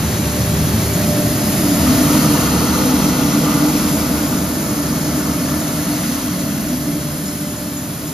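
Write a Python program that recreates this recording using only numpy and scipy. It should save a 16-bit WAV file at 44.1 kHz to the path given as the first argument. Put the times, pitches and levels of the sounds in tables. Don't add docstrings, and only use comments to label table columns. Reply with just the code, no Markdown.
import sys
import numpy as np
from scipy import signal
from scipy.fft import rfft, irfft, next_fast_len
from scipy.io import wavfile
from scipy.ndimage import uniform_filter1d, map_coordinates

SR = 44100
rng = np.random.default_rng(int(sys.argv[2]) if len(sys.argv) > 2 else 0)


def put_to_file(sound):
    columns = np.atleast_2d(sound).T
    safe = np.clip(columns, -1, 1)
    whole_steps = np.round(safe * 32767)
    wavfile.write(sys.argv[1], SR, whole_steps.astype(np.int16))


N = 358533

# pitch in Hz, width in Hz, level in dB.
FRAME_MODES = [(72.9, 8.1, 1.5), (83, 8, -4)]
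# pitch in Hz, width in Hz, level in dB.
PANEL_MODES = [(144.8, 8.9, -1), (159.6, 5.1, -1.2), (182.6, 13, 0.5), (199.4, 11, -4), (218, 12.5, -0.5)]
# pitch in Hz, width in Hz, level in dB.
HOUSING_MODES = [(251.5, 14, 0)]
# pitch in Hz, width in Hz, level in dB.
CUTTER_BOX_MODES = [(286.6, 8.3, -1.4), (297, 41, -2.6)]
# pitch in Hz, width in Hz, level in dB.
CASING_MODES = [(92, 9, -3.5), (115, 14, 4), (118, 19, 4)]
# pitch in Hz, width in Hz, level in dB.
DUCT_MODES = [(523, 45, -0.5), (733, 50, -6.5), (838, 70, -5.5), (1083, 32, -4), (1530, 120, -5)]
# pitch in Hz, width in Hz, level in dB.
SIEVE_MODES = [(1600, 200, 2), (1950, 240, -5.5), (2295, 50, -1.5), (3370, 220, 0), (3820, 260, 4)]
# pitch in Hz, width in Hz, level in dB.
BOWL_MODES = [(954, 130, -3.5), (1112, 110, -5.5), (1200, 100, -3), (1312, 170, 0), (1440, 120, -4)]
# pitch in Hz, width in Hz, level in dB.
PIPE_MODES = [(439, 17, -8.5), (479.5, 34, -0.5), (515.6, 18, -5.5), (853, 160, -1.5)]
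# pitch in Hz, width in Hz, level in dB.
CHUTE_AIR_MODES = [(535, 22, -7), (646, 110, 8.5), (730, 57, -5.5)]
# pitch in Hz, width in Hz, level in dB.
FUNNEL_WALL_MODES = [(2026, 220, 0.5), (2720, 260, 0.5), (3220, 320, -0.5), (3560, 480, -10.5),
                     (3930, 210, 0.5), (4300, 430, 5), (4600, 240, -1.5), (4820, 280, -5.5),
                     (5420, 150, 1.5), (5550, 90, -5), (6030, 210, 2), (6360, 180, 0)]
# pitch in Hz, width in Hz, level in dB.
CHUTE_WALL_MODES = [(1710, 170, 1.5), (2130, 120, -6.5), (4190, 80, -4), (4710, 48, 0.5), (5100, 60, -7),
                    (5250, 400, -4), (5550, 110, -1), (6200, 110, -2), (6500, 160, -3), (6890, 89, 1.5)]
# pitch in Hz, level in dB, seconds to fade by 60 dB.
RIM_MODES = [(5270, 6, 0.079), (6960, 1, 0.16)]

# pitch in Hz, level in dB.
MAINS_TONES = [(49.7, -16.5)]
# pitch in Hz, level in dB.
MOTOR_TONES = [(106, -2), (159, -2.5), (398, -13)]
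# pitch in Hz, level in dB.
CUTTER_TONES = [(290.5, -8.5), (299.6, -6.5)]
# pitch in Hz, level in dB.
BLADE_TONES = [(595, 2.5), (1194, -20)]
# frequency in Hz, level in dB.
ROAR_SPECTRUM = [(20, -32), (32, -17), (42, -10), (60, -9), (95, -8), (125, 4.5), (220, 1), (340, 0.5),
                 (400, -1), (440, -7.5), (600, -8.5), (950, -13), (1300, -15), (1500, -16), (2500, -22.5),
                 (6000, -30)]
# frequency in Hz, level in dB.
CLATTER_SPECTRUM = [(900, -3.5), (1650, 0), (2300, -2.5), (3000, -2), (3700, -2.5), (4400, -2), (5500, 0),
                    (7000, 0), (8500, -10), (11000, -3), (16000, -28)]
# frequency in Hz, level in dB.
TICKING_SPECTRUM = [(4000, -9), (6000, -4.5), (6600, -2.5), (7300, 4), (8000, -7), (8900, 5), (9600, 4.5),
                    (11000, 3), (12500, 2.7), (14200, 1.7), (15700, -8)]

# start in seconds, level in dB, extra dB for the lowest note.
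RIM_HITS = [(.16, -29, -12), (.4, -31, -1), (.931, -20, -14), (2.405, -23, -12), (2.495, -25, -12),
            (3.685, -23, -12), (3.945, -21, -17), (4.304, -27, -12), (4.374, -25, -13), (4.69, -26, -12),
            (5.025, -26, -10), (5.6, -26, -12), (6.39, -23.5, -15), (6.68, -27, -6), (6.875, -38, 4),
            (7.255, -24.5, -11), (7.279, -28, 1), (7.5, -31, -20), (7.561, -26, -20), (7.765, -21.5, -18),
            (8.071, -28, -10)]
# start in seconds, pitch in Hz, level in dB.
FAR_CLINKS = [(.79, 2295, -29), (.822, 2050, -33), (.89, 2295, -28), (.985, 1690, -34), (1.0, 1900, -27),
              (1.012, 2670, -33), (1.03, 2490, -26)]
# frequency in Hz, likeness from 0 to 1,
# the left's head start in radians, left minus right in dB.
STEREO_PAIR = [(60, .992, 0, 0), (150, .975, 0, -.3), (300, .987, 0, -.3), (480, .88, -.1, -2.5),
               (750, .82, .7, -2), (1200, .72, .3, 2), (1450, .3, -.4, 2), (1580, .4, -2.2, 2),
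               (1720, .7, -.5, 1), (1900, .97, 0, 0), (2300, .94, 0, 0), (2700, .66, .5, 1.5),
               (3000, .62, .65, 1.5), (4700, .66, .2, 1), (5400, .65, -1.4, 1.5), (6500, .8, -1.3, 1),
               (7400, .82, -2.1, .5), (7750, .92, -2.7, 0), (8300, .999, -3.14, 0), (8750, .96, -3.35, 0),
               (9050, .87, -3.85, 0), (9400, .85, -4.1, 0), (10800, .86, -5.4, 0), (11400, .97, -6.1, 0),
               (12400, .97, -6.45, 0), (13300, .8, -7.5, 0), (14400, .84, -8.4, 0), (15000, .99, -9.3, 0)]

# time in seconds, level in dB.
STREAM_CURVE = [(0, -29.5), (1.6, -25), (1.85, -24.5), (2.04, -22.5), (2.6, -26), (3.4, -27.5),
                (3.85, -25.5), (4.59, -29), (5.67, -29), (6.12, -28), (6.3, -30), (8.05, -33.5)]
# time in seconds, level in dB.
FUNNEL_WALL_CURVE = [(0, -36), (1.3, -38), (1.7, -39), (1.85, -32.5), (2.02, -31), (2.25, -29),
                     (3.3, -29.5), (3.9, -36), (4.5, -44), (5.5, -39), (6.1, -34.5), (6.7, -40.5),
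                     (8.13, -43.5)]
# time in seconds, level in dB.
CHUTE_WALL_CURVE = [(0, -42.5), (1.6, -42), (2.05, -39), (3.3, -55), (4.6, -31.5), (6.1, -35.5),
                    (6.65, -42), (8.13, -42)]
# time in seconds, level in dB.
CHUTE_AIR_CURVE = [(0, -50), (1.0, -31.5), (1.5, -32), (2.0, -26), (2.6, -34), (3.6, -31.5), (4.6, -35),
                   (5.9, -33), (6.6, -37), (7.4, -45), (8.13, -42)]
# time in seconds, level in dB.
MOUTH_CURVE = [(0.0, -41.5), (1.3, -37.5), (2.22, -27), (3.45, -30.5), (4.59, -35.5), (5.74, -34),
               (6.5, -37.5), (7.5, -44.5), (8.05, -43.5)]
# time in seconds, level in dB.
PIPE_CURVE = [(0, -37), (1.3, -45.5), (2.0, -33), (2.6, -27), (3.6, -30.5), (4.5, -35.5), (5.9, -40),
              (6.4, -49), (8.13, -52)]
# time in seconds, level in dB.
HOUSING_CURVE = [(0, -33.5), (1.0, -31.5), (1.4, -23), (1.65, -30), (1.92, -14), (2.25, -22), (2.7, -22),
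                 (2.92, -14.5), (3.15, -21.5), (4.0, -23), (4.95, -27.5), (5.47, -21.5), (5.75, -27.5),
                 (6.0, -24.5), (6.45, -26.5), (6.68, -21), (6.95, -30), (8.13, -34)]
# time in seconds, level in dB.
CUTTER_CURVE = [(0, -31.5), (.95, -27), (1.25, -21), (1.57, -21), (1.67, -11), (1.85, -22.5), (2.03, -14.5),
                (2.65, -21), (3.75, -16), (3.92, -21), (4.2, -23.5), (5.1, -21), (5.7, -23), (6.15, -26),
                (7.0, -23), (7.27, -29), (8.13, -29.5)]
# time in seconds, level in dB.
FRAME_CURVE = [(0, -24), (.4, -26), (.6, -21), (1.05, -28.5), (1.72, -33), (1.88, -19.5), (2.1, -31),
               (2.6, -25), (2.8, -28), (3.5, -35), (4.05, -28.5), (4.8, -32.5), (5.45, -30), (6.05, -38),
               (6.8, -34.5), (8.13, -40.5)]
# time in seconds, level in dB.
PANEL_CURVE = [(0, -18), (.25, -22.5), (.6, -18.5), (1.3, -18.5), (1.55, -16), (2.2, -15.5), (2.8, -18),
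               (3.4, -16.5), (4.6, -22), (5.0, -19.5), (5.72, -22), (6.3, -22.5), (6.54, -19.5),
               (6.76, -24.5), (7.0, -22.5), (7.8, -27)]
# time in seconds, level in dB.
MOTOR_CURVE = [(0, -24), (1.0, -23.5), (1.9, -30), (3.1, -43), (4.0, -38), (8.13, -36.5)]
# time in seconds, level in dB.
BLADE_CURVE = [(0, -41), (.45, -34.5), (.75, -39), (1.0, -35.5), (1.24, -27.5), (1.4, -35), (2.1, -39),
               (2.6, -43), (3.5, -38.5), (5.6, -41), (6.03, -51), (6.25, -40.5), (7.1, -40.5), (7.65, -39),
               (8.13, -59)]

FRAME_DB, PANELS_DB, HOUSING_DB, CUTTER_DB, CUTTER_BOX_DB = -32.5, -23, -27.5, -23.5, -28.5
MAINS_DB, MOTOR_DB, CASING_DB, BLADES_DB = -31.5, -37, -38.5, -40.5
ROAR_DB, DUCT_DB, BOWL_DB, PIPE_DB, CHUTE_AIR_DB, SIEVE_DB = -26, -40, -35, -39.5, -35, -48.5
CLATTER_DB, FUNNEL_WALL_DB, CHUTE_WALL_DB, TICKING_DB, RIM_DB = -28.5, -37.5, -43, -27.5, -2.0


def from_db(db):
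    return 10 ** (np.asarray(db) / 20)


def rms_one(x):
    return x / np.sqrt(np.mean(x ** 2) + 1e-20)


def bins():
    return np.maximum(np.fft.rfftfreq(2 * next_fast_len(N // 2 + 1), 1 / SR), 1)


def over_hz(rows):
    hz, *columns = np.transpose(rows)
    return [np.interp(np.log(bins()), np.log(hz), column) for column in columns]


def colour(points):
    return from_db(over_hz(points)[0])


def resonances(modes):
    f = bins()
    peaks = (from_db(db) ** 2 / width / (1 + (2 * (f - hz) / width) ** 2) ** 2 for hz, width, db in modes)
    return np.sqrt(sum(peaks))


def swing(curve, share=1):
    db = np.interp(np.arange(N) / SR, *np.transpose(curve))
    return from_db(share * (db - db.mean()))


def receding(db_per_s):
    return from_db(-db_per_s * (np.arange(N) - N / 2) / SR)


def drift(rate_hz):
    step, warm_up = 100, 2000
    pole = np.exp(-2 * np.pi * step * rate_hz / SR)
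    noise = rng.standard_normal(N // step + warm_up + 2)
    slow = signal.lfilter([1], [1, -2 * pole, pole * pole], noise)[warm_up:]
    return np.interp(np.arange(N) / step, np.arange(len(slow)), rms_one(slow))


def turbulence():
    return rng.standard_normal((2, N))


def impacts(per_s, spread_db, clump_db):
    hits = rng.random((2, N)) < per_s / SR
    sizes = from_db(spread_db * np.minimum(rng.exponential(1, (2, N)), 4))
    signs = rng.choice([-1, 1], (2, N))
    return hits * sizes * signs * from_db(clump_db * drift(11.6))


def crowded(force, spacing_hz, depth_db, changes_per_s):
    hz, seconds, frames = signal.stft(force, SR, nperseg=4096)
    pattern = rng.standard_normal((4096, 64))
    where = np.meshgrid(hz / spacing_hz, seconds * changes_per_s, indexing="ij")
    ripple = from_db(depth_db * map_coordinates(pattern, where, order=1, mode="wrap"))
    return signal.istft(frames * ripple, SR)[1][:, :N]


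def radiate(force, gain):
    alike, lead, tilt_db = over_hz(STEREO_PAIR)
    alike = np.clip(alike, 0, 1)
    direct, diffuse = rfft(force, 2 * (len(gain) - 1)) * gain
    direct, diffuse = direct * np.sqrt(1 + alike), diffuse * np.sqrt(1 - alike)
    turn = from_db(tilt_db / 2) * np.exp(.5j * lead)
    left, right = (direct + diffuse) * turn, (direct - diffuse) / turn
    return rms_one(irfft([left, right])[:, :N])


def shaken(modes):
    return radiate(turbulence(), resonances(modes))


def steadied(x, window_s, share):
    power = uniform_filter1d(np.mean(x ** 2, axis=0), int(window_s * SR))
    return rms_one(x / (power + 1e-9) ** (share / 2))


def hum(tones, wander_hz, flutter_db):
    out = 0
    for hz, db in tones:
        turns = rng.random() + np.cumsum(hz + wander_hz * drift(2.63)) / SR
        level = np.sqrt(2) * from_db(db + flutter_db * drift(5.9))
        out = out + level * np.sin(2 * np.pi * turns)
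    return out


def clinks(rise_s=0.0049, fade_s=0.13):
    out, t = np.zeros((2, N)), np.arange(SR // 4) / SR
    shape = (1 - np.exp(-t / rise_s)) * from_db(-60 * t / fade_s)
    for start_s, hz, db in FAR_CLINKS:
        start = int(start_s * SR)
        out[:, start:start + len(t)] += from_db(db) * shape * np.sin(2 * np.pi * hz * t)
    return out


def sieve():
    sifting = impacts(per_s=3000, spread_db=4.5, clump_db=1.5)
    return from_db(SIEVE_DB) * swing(MOTOR_CURVE, share=0.67) * radiate(sifting, resonances(SIEVE_MODES))


def blower_duct():
    return from_db(DUCT_DB) * receding(db_per_s=0.9) * shaken(DUCT_MODES)


def blower_blades():
    tone = hum(BLADE_TONES, wander_hz=1.31, flutter_db=1.8)
    return from_db(BLADES_DB) * swing(BLADE_CURVE) * tone * from_db([[-1.5], [1.5]])


def blower_roar():
    level = from_db(ROAR_DB) * receding(db_per_s=1.0) * swing(MOUTH_CURVE, share=0.24)
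    return level * radiate(turbulence(), colour(ROAR_SPECTRUM))


def motors():
    mains = from_db(MAINS_DB) * hum(MAINS_TONES, wander_hz=0.24, flutter_db=2.5)
    drive = from_db(MOTOR_DB) * hum(MOTOR_TONES, wander_hz=0.48, flutter_db=3.5)
    casing = from_db(CASING_DB) * shaken(CASING_MODES)
    return swing(MOUTH_CURVE, share=1.05) * mains + swing(MOTOR_CURVE) * (drive + casing)


def hollow_tones():
    hits = impacts(per_s=3000, spread_db=2.5, clump_db=1.4)
    drumming = crowded(hits, spacing_hz=12, depth_db=2.5, changes_per_s=0.585)
    bowl = from_db(BOWL_DB) * swing(MOUTH_CURVE, share=1.07) * radiate(drumming, resonances(BOWL_MODES))
    chute = from_db(CHUTE_AIR_DB) * swing(CHUTE_AIR_CURVE) * shaken(CHUTE_AIR_MODES)
    pipe = from_db(PIPE_DB) * swing(PIPE_CURVE) * shaken(PIPE_MODES)
    return bowl + chute + pipe


def cabinet():
    boom = swing(FRAME_CURVE) * steadied(shaken(FRAME_MODES), window_s=0.22, share=1)
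    drone = swing(PANEL_CURVE) * steadied(shaken(PANEL_MODES), window_s=0.39, share=0.99)
    growl = swing(HOUSING_CURVE) * steadied(shaken(HOUSING_MODES), window_s=0.13, share=0.34)
    return from_db(FRAME_DB) * boom + from_db(PANELS_DB) * drone + from_db(HOUSING_DB) * growl


def cutter():
    box = from_db(CUTTER_BOX_DB) * steadied(shaken(CUTTER_BOX_MODES), window_s=0.42, share=1)
    knives = from_db(CUTTER_DB) * hum(CUTTER_TONES, wander_hz=1.176, flutter_db=2.0)
    return swing(CUTTER_CURVE) * (box + knives)


def rim_pings(rise_s=0.003, rough_hz=70):
    out, t = np.zeros((2, N)), np.arange(SR // 5) / SR
    rise = 1 - np.exp(-t / rise_s)
    leads = over_hz(STEREO_PAIR)[1]
    for start_s, db, low_db in RIM_HITS:
        start = int(start_s * SR)
        for k, (hz, mode_db, fade_s) in enumerate(RIM_MODES):
            smear = np.sqrt(2 * np.pi * rough_hz / SR) * np.cumsum(rng.standard_normal(len(t)))
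            phase = smear + np.interp(hz, bins(), leads) * np.array([[.5], [-.5]])
            level = rise * from_db(db + mode_db + low_db * (k == 0) - 60 * t / fade_s)
            ping = level * np.sin(2 * np.pi * hz * t + phase)
            out[:, start:start + len(t)] += ping[:, :N - start]
    return from_db(RIM_DB) * out


def pellets():
    sliding = crowded(impacts(per_s=12000, spread_db=1.5, clump_db=0.55),
                      spacing_hz=31.98, depth_db=3.5, changes_per_s=1.206)
    landing = crowded(impacts(per_s=6000, spread_db=1.0, clump_db=-0.1),
                      spacing_hz=44.9, depth_db=2.5, changes_per_s=1.35)
    bouncing = crowded(impacts(per_s=4400, spread_db=-0.5, clump_db=1.5),
                       spacing_hz=62.2, depth_db=-2.0, changes_per_s=2.37)
    jostling = crowded(impacts(per_s=13000, spread_db=2.0, clump_db=0.5),
                       spacing_hz=39.2, depth_db=3.0, changes_per_s=1.35)
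    nearness = swing(STREAM_CURVE, share=0.69) * swing(FUNNEL_WALL_CURVE, share=0.2)
    clatter = nearness * receding(db_per_s=0.3) * radiate(sliding, colour(CLATTER_SPECTRUM))
    funnel = swing(FUNNEL_WALL_CURVE) * radiate(landing, resonances(FUNNEL_WALL_MODES))
    chute = swing(CHUTE_WALL_CURVE) * radiate(bouncing, resonances(CHUTE_WALL_MODES))
    ticking = swing(STREAM_CURVE, share=0.84) * radiate(jostling, colour(TICKING_SPECTRUM))
    steel = from_db(FUNNEL_WALL_DB) * funnel + from_db(CHUTE_WALL_DB) * chute
    return from_db(CLATTER_DB) * clatter + steel + from_db(TICKING_DB) * ticking


def scene():
    machine = cabinet() + cutter() + motors()
    air = blower_blades() + blower_roar() + hollow_tones() + blower_duct()
    return machine + air + pellets() + sieve() + rim_pings() + clinks()


def record(dry, ceiling=0.88, cutoff_hz=15750):
    rounded = dry / (1 + (dry / ceiling) ** 8) ** (1 / 8)
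    return signal.sosfilt(signal.ellip(12, .1, 90, cutoff_hz, fs=SR, output="sos"), rounded)


dry = scene()
out = record(dry)
put_to_file(out)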